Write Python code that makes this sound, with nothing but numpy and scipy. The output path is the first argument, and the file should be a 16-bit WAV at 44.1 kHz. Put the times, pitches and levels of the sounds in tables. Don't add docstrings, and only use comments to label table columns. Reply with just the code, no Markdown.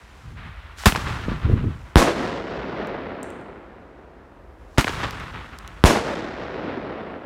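import sys
import numpy as np
from scipy import signal
from scipy.io import wavfile

SR = 44100
rng = np.random.default_rng(int(sys.argv[2]) if len(sys.argv) > 2 else 0)


def output_pcm(signal):
    pcm = np.clip(np.atleast_2d(signal).T, -1, 1) * 32767
    wavfile.write(sys.argv[1], SR, np.round(pcm).astype(np.int16))


N = 319725
TIME = np.arange(N) / SR


def from_db(db):
    return 10 ** (np.asarray(db) / 20)


def butter(x, hz, kind, order=2):
    safe_hz = np.clip(hz, 10, .45 * SR)
    sections = signal.butter(order, safe_hz, kind, fs=SR, output="sos")
    return signal.sosfilt(sections, x + 1e-18)


def add(track, s, sound):
    at = int(round(s * SR))
    track[at:at + len(sound)] += sound[:N - at]


def drift(size, per_s):
    return np.interp(TIME[:size] * per_s, np.arange(2000), rng.standard_normal(2000))


def swell(s, rise_s, hold_s, db, fall_db_per_s):
    early = np.maximum(s - TIME, 0)
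    late = np.maximum(TIME - s - hold_s, 0)
    rise = np.exp(-np.minimum(early / rise_s, 20) ** 2)
    return rise * from_db(db - np.minimum(fall_db_per_s * late, 200))


def grains(size, per_s, spread_db):
    arrives = rng.random(size) < per_s / SR
    sign = rng.choice([-1, 1], size)
    strength = from_db(spread_db * np.clip(rng.standard_normal(size), -2, 2))
    clicks = arrives * sign * strength
    return clicks / np.sqrt(np.mean(clicks ** 2) + 1e-20)


def coloured(source, spectrum, band_gain=lambda hz: 1):
    edges = 22 * 2 ** np.arange(0, 9.6, .5)
    points, out, power = np.array(spectrum), 0, 0
    for k, (low, high) in enumerate(zip(edges, edges[1:])):
        inside = np.log(np.geomspace(low, high, 10))
        gain = from_db(np.interp(inside, np.log(points[:, 0]), points[:, 1])).mean()
        band = butter(source, [low, high], "band")
        out = out + (-1) ** k * gain * band_gain(np.sqrt(low * high)) * band
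        power += gain ** 2 * (high - low) / (SR / 2)
    return out / np.sqrt(2 * power)


def shock(push_s):
    age = TIME[:SR // 6] / push_s
    return (1 - age) * np.exp(-age)


def microphone(pressure, bass_cut_hz, smear_hz):
    out = butter(pressure, bass_cut_hz, "high", order=3)
    r = np.exp(-2 * np.pi * smear_hz / SR)
    for stage in range(2):
        out = signal.lfilter([-r, 1], [1, -r], out)
    return -out


def blasts(shots, air_cut_hz, ground_cut_hz, stretch):
    out = np.zeros(N)
    for s, db, push_s, bounce_s, bounce_db, *_ in shots:
        direct = butter(shock(push_s), air_cut_hz, "low", order=1)
        bounce = butter(shock(stretch * push_s), ground_cut_hz, "low")
        add(out, s, from_db(db) * direct)
        add(out, s + bounce_s, from_db(db + bounce_db) * bounce)
    return out


def scatter(shots, spectrum, rise_s, early_db, t60, bass_t60, treble_t60):
    out, age = np.zeros(N), TIME[:SR // 2]
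    onset = 1 - (1 - from_db(early_db)) * np.exp(-(age / rise_s) ** 6)

    def decay(hz):
        band_t60 = np.interp(hz, [70, 250, 2500, 12000], [bass_t60, t60, t60, treble_t60])
        return from_db(-60 * np.maximum(age - rise_s, 0) / band_t60)

    for s, *_, scatter_db, bright_hz in shots:
        reflections = butter(grains(len(age), 8000, 2.5), bright_hz, "low", order=1)
        add(out, s, from_db(scatter_db) * onset * coloured(reflections, spectrum, decay))
    return out


def cracks(rows, push_s, ragged_db, ragged_s):
    out, age = np.zeros(N), TIME[:SR // 30]
    for s, db, low_hz, high_hz in rows:
        cluster = from_db(ragged_db) * rng.standard_normal(len(age)) * np.exp(-age / ragged_s)
        cluster[0] = 1
        frayed = signal.fftconvolve(shock(push_s), cluster)
        crack = butter(butter(frayed, high_hz, "low"), low_hz, "high")
        add(out, s, from_db(db) * crack / np.abs(crack).max())
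    return out


def slaps(shots, walls, paths=(1, 1)):
    rows = []
    for (s, *_, walls_db, _, _, _), path in zip(shots, paths):
        for delay_s, db, low_hz, high_hz in walls:
            rows.append((s + path * delay_s, walls_db + db, low_hz, high_hz))
    return rows


def roll(shots, returns, spectrum, air_db_per_s, air_slope, per_s, lumpy_db):
    out, age = np.zeros(N), TIME[:3 * SR]

    def air(hz):
        loss_per_s = air_db_per_s * (hz / 4000) ** air_slope
        return from_db(-np.minimum(loss_per_s * np.maximum(age - .3, 0), 100))

    envelope = np.sqrt(sum(swell(*row)[:len(age)] ** 2 for row in returns))
    for s, *_, roll_db, _, _ in shots:
        clumps = grains(len(age), per_s, 2.5) * from_db(lumpy_db * drift(len(age), 50))
        add(out, s, from_db(roll_db) * envelope * coloured(clumps, spectrum, air))
    return out


# frequency in Hz, relative level in dB per Hz.
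TOWN_COLOUR = [(40, -11), (100, -3), (200, -7), (350, -8.5), (650, -11), (1000, -9), (2000, -22.5),
               (3500, -30.5), (6000, -39), (15000, -56)]
# time in seconds, level in dB.
DRONE_LEVEL = [(0, -48), (.7, -39), (2.1, -41.5), (3.5, -50), (4.1, -52.5), (4.5, -44), (5.7, -43.5),
               (6.1, -42.5), (7.25, -51)]
# frequency in Hz, relative level in dB per Hz.
DRONE_COLOUR = [(20, -28.5), (35, -46.5), (54, 11), (75, -4), (130, -25.5), (400, -57.5)]


def town():
    wash = from_db(-52) * coloured(rng.standard_normal(N), TOWN_COLOUR)
    drone_gain = from_db(np.interp(TIME, *np.transpose(DRONE_LEVEL)))
    return wash + drone_gain * coloured(rng.standard_normal(N), DRONE_COLOUR)


# time of full force in seconds, hold in seconds, level in dB before flutter.
GUSTS = [(0.268, .21, -38), (.52, 0.2, -52.5), (.95, 0.23, -31.5), (1.282, 0.063, -26),
         (1.374, 0.19, -29.5), (1.48, 0.072, -18), (1.592, 0.095, -21), (1.74, 0.058, -37.5)]
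# frequency in Hz, relative level in dB per Hz.
GUST_COLOUR = [(20, -10), (50, -0.5), (100, 4), (180, -6), (300, -8), (500, -24), (750, -35), (2000, -66)]
# start in seconds, peak in dB, lowest and highest frequency in Hz.
BUFFETS = [(1.283, -14, 120, 280), (1.317, -17, 100, 260), (1.497, -14, 70, 380), (1.608, -21, 150, 270),
           (1.641, -16, 100, 300)]


def wind(reach, flutter_db):
    rise_s, fall_db_per_s = 0.033, 241
    gusts = [swell(s, rise_s, hold_s, db, fall_db_per_s) for s, hold_s, db in GUSTS]
    force = np.sqrt(sum(gust ** 2 for gust in gusts))
    force = force * from_db(flutter_db * drift(N, 45))

    def brighten(hz):
        octaves_up = np.clip(np.log2(hz / 150), 0, 2)
        return (force / force.max()) ** (reach * octaves_up)

    rumble = force * coloured(rng.standard_normal(N), GUST_COLOUR, brighten)
    return rumble + cracks(BUFFETS, push_s=.002, ragged_db=-20, ragged_s=.004)


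# start in seconds, relative level in dB.
CLINKS = [(3.2305, -30.5), (3.3035, -41.5), (3.363, -58), (3.412, -58)]
# frequency in Hz, relative level in dB, time to fall 60 dB in seconds.
METAL_MODES = [(5717, -39, .5), (6137, -37, .6), (6578, -38, .5), (7488, -26, .55), (8414, -33, .5),
               (8872, -33, .45), (10050, -37, .4), (7400, -2, .012), (8200, -2, .012), (11450, -13, .012)]


def clink(clink_db, scatter_db, scatter_t60):
    out, age = np.zeros(N), TIME[:SR]
    for s, db in CLINKS:
        for hz, mode_db, t60 in METAL_MODES:
            strike_db = clink_db + db + mode_db + rng.normal(0, 1.9)
            add(out, s, from_db(strike_db - 60 * age / t60) * np.sin(2 * np.pi * hz * age))
        wash = butter(rng.standard_normal(SR), [6500, 9500], "band")
        add(out, s, wash * from_db(db + scatter_db - 60 * age / scatter_t60))
    return out


# time of full level in seconds, hold in seconds, hiss in dB, spray in dB.
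FUSE_BURNS = [(0, 0.32, -52.5, -61.5), (0.385, 0.081, -43, -68), (0.474, 0.26, -47, -68),
              (0.799, 0.056, -40.5, -42.5), (4.61, 0.31, -66, -71)]
# frequency in Hz, relative level in dB per Hz.
FUSE_COLOUR = [(300, -29.5), (700, 3.5), (1400, 11.5), (2200, 5), (3800, -2), (5000, -25.5), (8000, -25),
               (15000, -41.5)]
# frequency in Hz, relative level in dB per Hz.
SPRAY_COLOUR = [(1000, -8.5), (3000, 11.5), (6000, 11), (9000, 5), (10500, -7), (12500, 0.5),
                (16000, -10.5)]
# start in seconds, peak in dB.
SNAPS = [(2.8723, -35), (5.1089, -21), (5.2, -31), (5.5875, -24), (5.677, -26)]


def sparks(snap_s):
    fuse_rise_s, fall_db_per_s = 0.024, 158
    trail_delay_s, trail_rise_s = .09, 0.055
    hiss = spray = 0
    for s, hold_s, hiss_db, spray_db in FUSE_BURNS:
        burn = swell(s, fuse_rise_s, hold_s, 0, fall_db_per_s)
        hiss = np.hypot(hiss, from_db(hiss_db) * burn)
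        spray = np.hypot(spray, from_db(spray_db) * burn)
    for s, *_ in LAUNCHES:
        trail = swell(s + trail_delay_s, trail_rise_s, 0, -42, 42.5)
        sputter = swell(s, trail_rise_s, 1.05, -62, fall_db_per_s)
        spray = spray + np.hypot(trail, sputter)
    out = hiss * coloured(grains(N, 12000, 2.5), FUSE_COLOUR)
    out += spray * coloured(grains(N, 7000, 4.), SPRAY_COLOUR)
    age = TIME[:SR // 100]
    for s, db in SNAPS:
        burst = rng.standard_normal(len(age)) * np.exp(-age / snap_s)
        snap = butter(butter(burst, 1200, "high"), 5500, "low", order=1)
        add(out, s, from_db(db) * snap / np.abs(snap).max())
    return out


# start in seconds, peak in dB, lowest and highest frequency in Hz.
POPS = [(.7852, -28, 800, 6000), (.8368, -20, 800, 2500), (4.7765, -13, 900, 1900),
        (4.7795, -18, 1500, 9000)]


def ignition():
    return cracks(POPS, push_s=0.00017, ragged_db=-18.0, ragged_s=0.002)


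# start in seconds, shock in dB before the filters, push in seconds,
# ground bounce delay in seconds, bounce in dB against the shock, walls in dB, roll in dB, scatter in dB,
# scatter brightness in Hz.
LAUNCHES = [(0.8575, -1, 0.0016, .0095, 7, 0.5, -0.5, -2.5, 15380),
            (4.7820, 3, 0.0079, .0075, -10.5, 2, .5, -6.5, 7240)]
# frequency in Hz, relative level in dB per Hz.
LAUNCH_NEAR = [(30, 5.5), (55, 16.5), (120, -3), (260, 2), (500, -18), (900, -4.5), (1600, -5.5),
               (3500, -15), (6000, -19), (10000, -25), (16000, -24.5)]
# delay in seconds, relative peak in dB, lowest and highest frequency in Hz.
LAUNCH_WALLS = [(.0302, -11, 1200, 9000), (.0652, -10, 800, 3000), (.0675, -19, 80, 210),
                (.0928, -15, 900, 1900), (.1019, -9, 1000, 2600), (.1064, -13, 1100, 6000),
                (.1165, -18, 1000, 4000), (.119, -22, 80, 170)]
WALL_PATHS = (1, .955)
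# delay in seconds, rise in seconds, hold in seconds,
# relative level in dB, fall in dB per second.
LAUNCH_ECHOES = [(0.103, 0.03, .04, -30, 80), (0.239, 0.055, 0.024, -28, 50),
                 (0.426, 0.015, 0.025, -36.5, 54.5), (0.567, 0.013, 0.0078, -35, 60),
                 (.73, .03, .02, -42.5, 53.5), (0.87, 0.033, .01, -45, 10)]
# frequency in Hz, relative level in dB per Hz.
LAUNCH_FAR = [(40, -6.5), (100, 3), (200, -5), (400, -9), (700, -13.5), (1150, -2.5), (1700, -10),
              (2500, -13.5), (4000, -20.5), (7000, -37), (15000, -61)]


def launches():
    shocks = blasts(LAUNCHES, air_cut_hz=8100, ground_cut_hz=5800, stretch=3.5)
    out = microphone(shocks, bass_cut_hz=45, smear_hz=310)
    out += scatter(LAUNCHES, LAUNCH_NEAR, rise_s=0.0016, early_db=2.5,
                   t60=0.14, bass_t60=0.071, treble_t60=0.2)
    wall_rows = slaps(LAUNCHES, LAUNCH_WALLS, WALL_PATHS)
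    out += cracks(wall_rows, push_s=.0005, ragged_db=-17, ragged_s=.002)
    return out + roll(LAUNCHES, LAUNCH_ECHOES, LAUNCH_FAR,
                      air_db_per_s=7., air_slope=4.6, per_s=2500, lumpy_db=2.2)


# start in seconds, shock in dB before the filters, push in seconds,
# ground bounce delay in seconds, bounce in dB against the shock, walls in dB, roll in dB, scatter in dB,
# scatter brightness in Hz.
BURSTS = [(1.9576, 16.5, .0016, .0108, -10, 2.5, .5, -11, 12000),
          (5.8394, 16.5, .0015, .0106, -12, -2, -.5, -10, 12000)]
# frequency in Hz, relative level in dB per Hz.
BURST_NEAR = [(30, 3), (55, 3.5), (120, -2), (300, 0), (700, -4), (1600, -10), (3000, -16.5), (6000, -18.5),
              (10000, -23.5), (16000, -30.5)]
# delay in seconds, relative peak in dB,
# lowest and highest frequency in Hz.
BURST_WALLS = [(.017, -3, 150, 2100), (.0607, -6, 200, 1800), (.0626, -10, 300, 7000),
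               (.068, -4, 200, 1600), (.070, -7, 300, 7000), (.087, -12, 150, 800), (.0944, -11, 200, 1200),
               (.1205, -13, 200, 1400), (.84, -22, 200, 500)]
# delay in seconds, rise in seconds, hold in seconds,
# relative level in dB, fall in dB per second.
BURST_ECHOES = [(0.124, 0.014, 0.005, -17.5, 270), (0.233, 0.037, 0.015, -24, 30),
                (.63, 0.15, 0.2, -31.5, 22.6), (.85, .08, .27, -32, 21), (1.898, 0.57, 0.08, -49, 3.2)]
# frequency in Hz, relative level in dB per Hz.
BURST_FAR = [(30, -73), (60, -10), (130, -7.5), (270, -1), (600, -2.5), (900, -11), (1500, -10.5),
             (2500, -20), (4000, -24), (7000, -37), (15000, -60)]


def bursts():
    shocks = blasts(BURSTS, air_cut_hz=2600, ground_cut_hz=2200, stretch=3.5)
    out = microphone(shocks, bass_cut_hz=29, smear_hz=550)
    out += scatter(BURSTS, BURST_NEAR, rise_s=.018, early_db=-9,
                   t60=0.54, bass_t60=0.16, treble_t60=0.29)
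    out += cracks(slaps(BURSTS, BURST_WALLS), push_s=.0005, ragged_db=-17, ragged_s=.002)
    return out + roll(BURSTS, BURST_ECHOES, BURST_FAR,
                      air_db_per_s=9.5, air_slope=2.43, per_s=2500, lumpy_db=0.5)


def scene():
    background = town() + wind(reach=0.44, flutter_db=2.0)
    small = clink(clink_db=1.0, scatter_db=-23.5, scatter_t60=0.82) + sparks(snap_s=0.00042)
    shots = ignition() + launches() + bursts()
    return (background + small + shots)[None]


def record(dry):
    overloaded = .86 * np.tanh(dry / .86)
    top_cut = signal.ellip(10, .1, 80, 15900, fs=SR, output="sos")
    return signal.sosfilt(top_cut, overloaded)


dry = scene()
out = record(dry)
output_pcm(out)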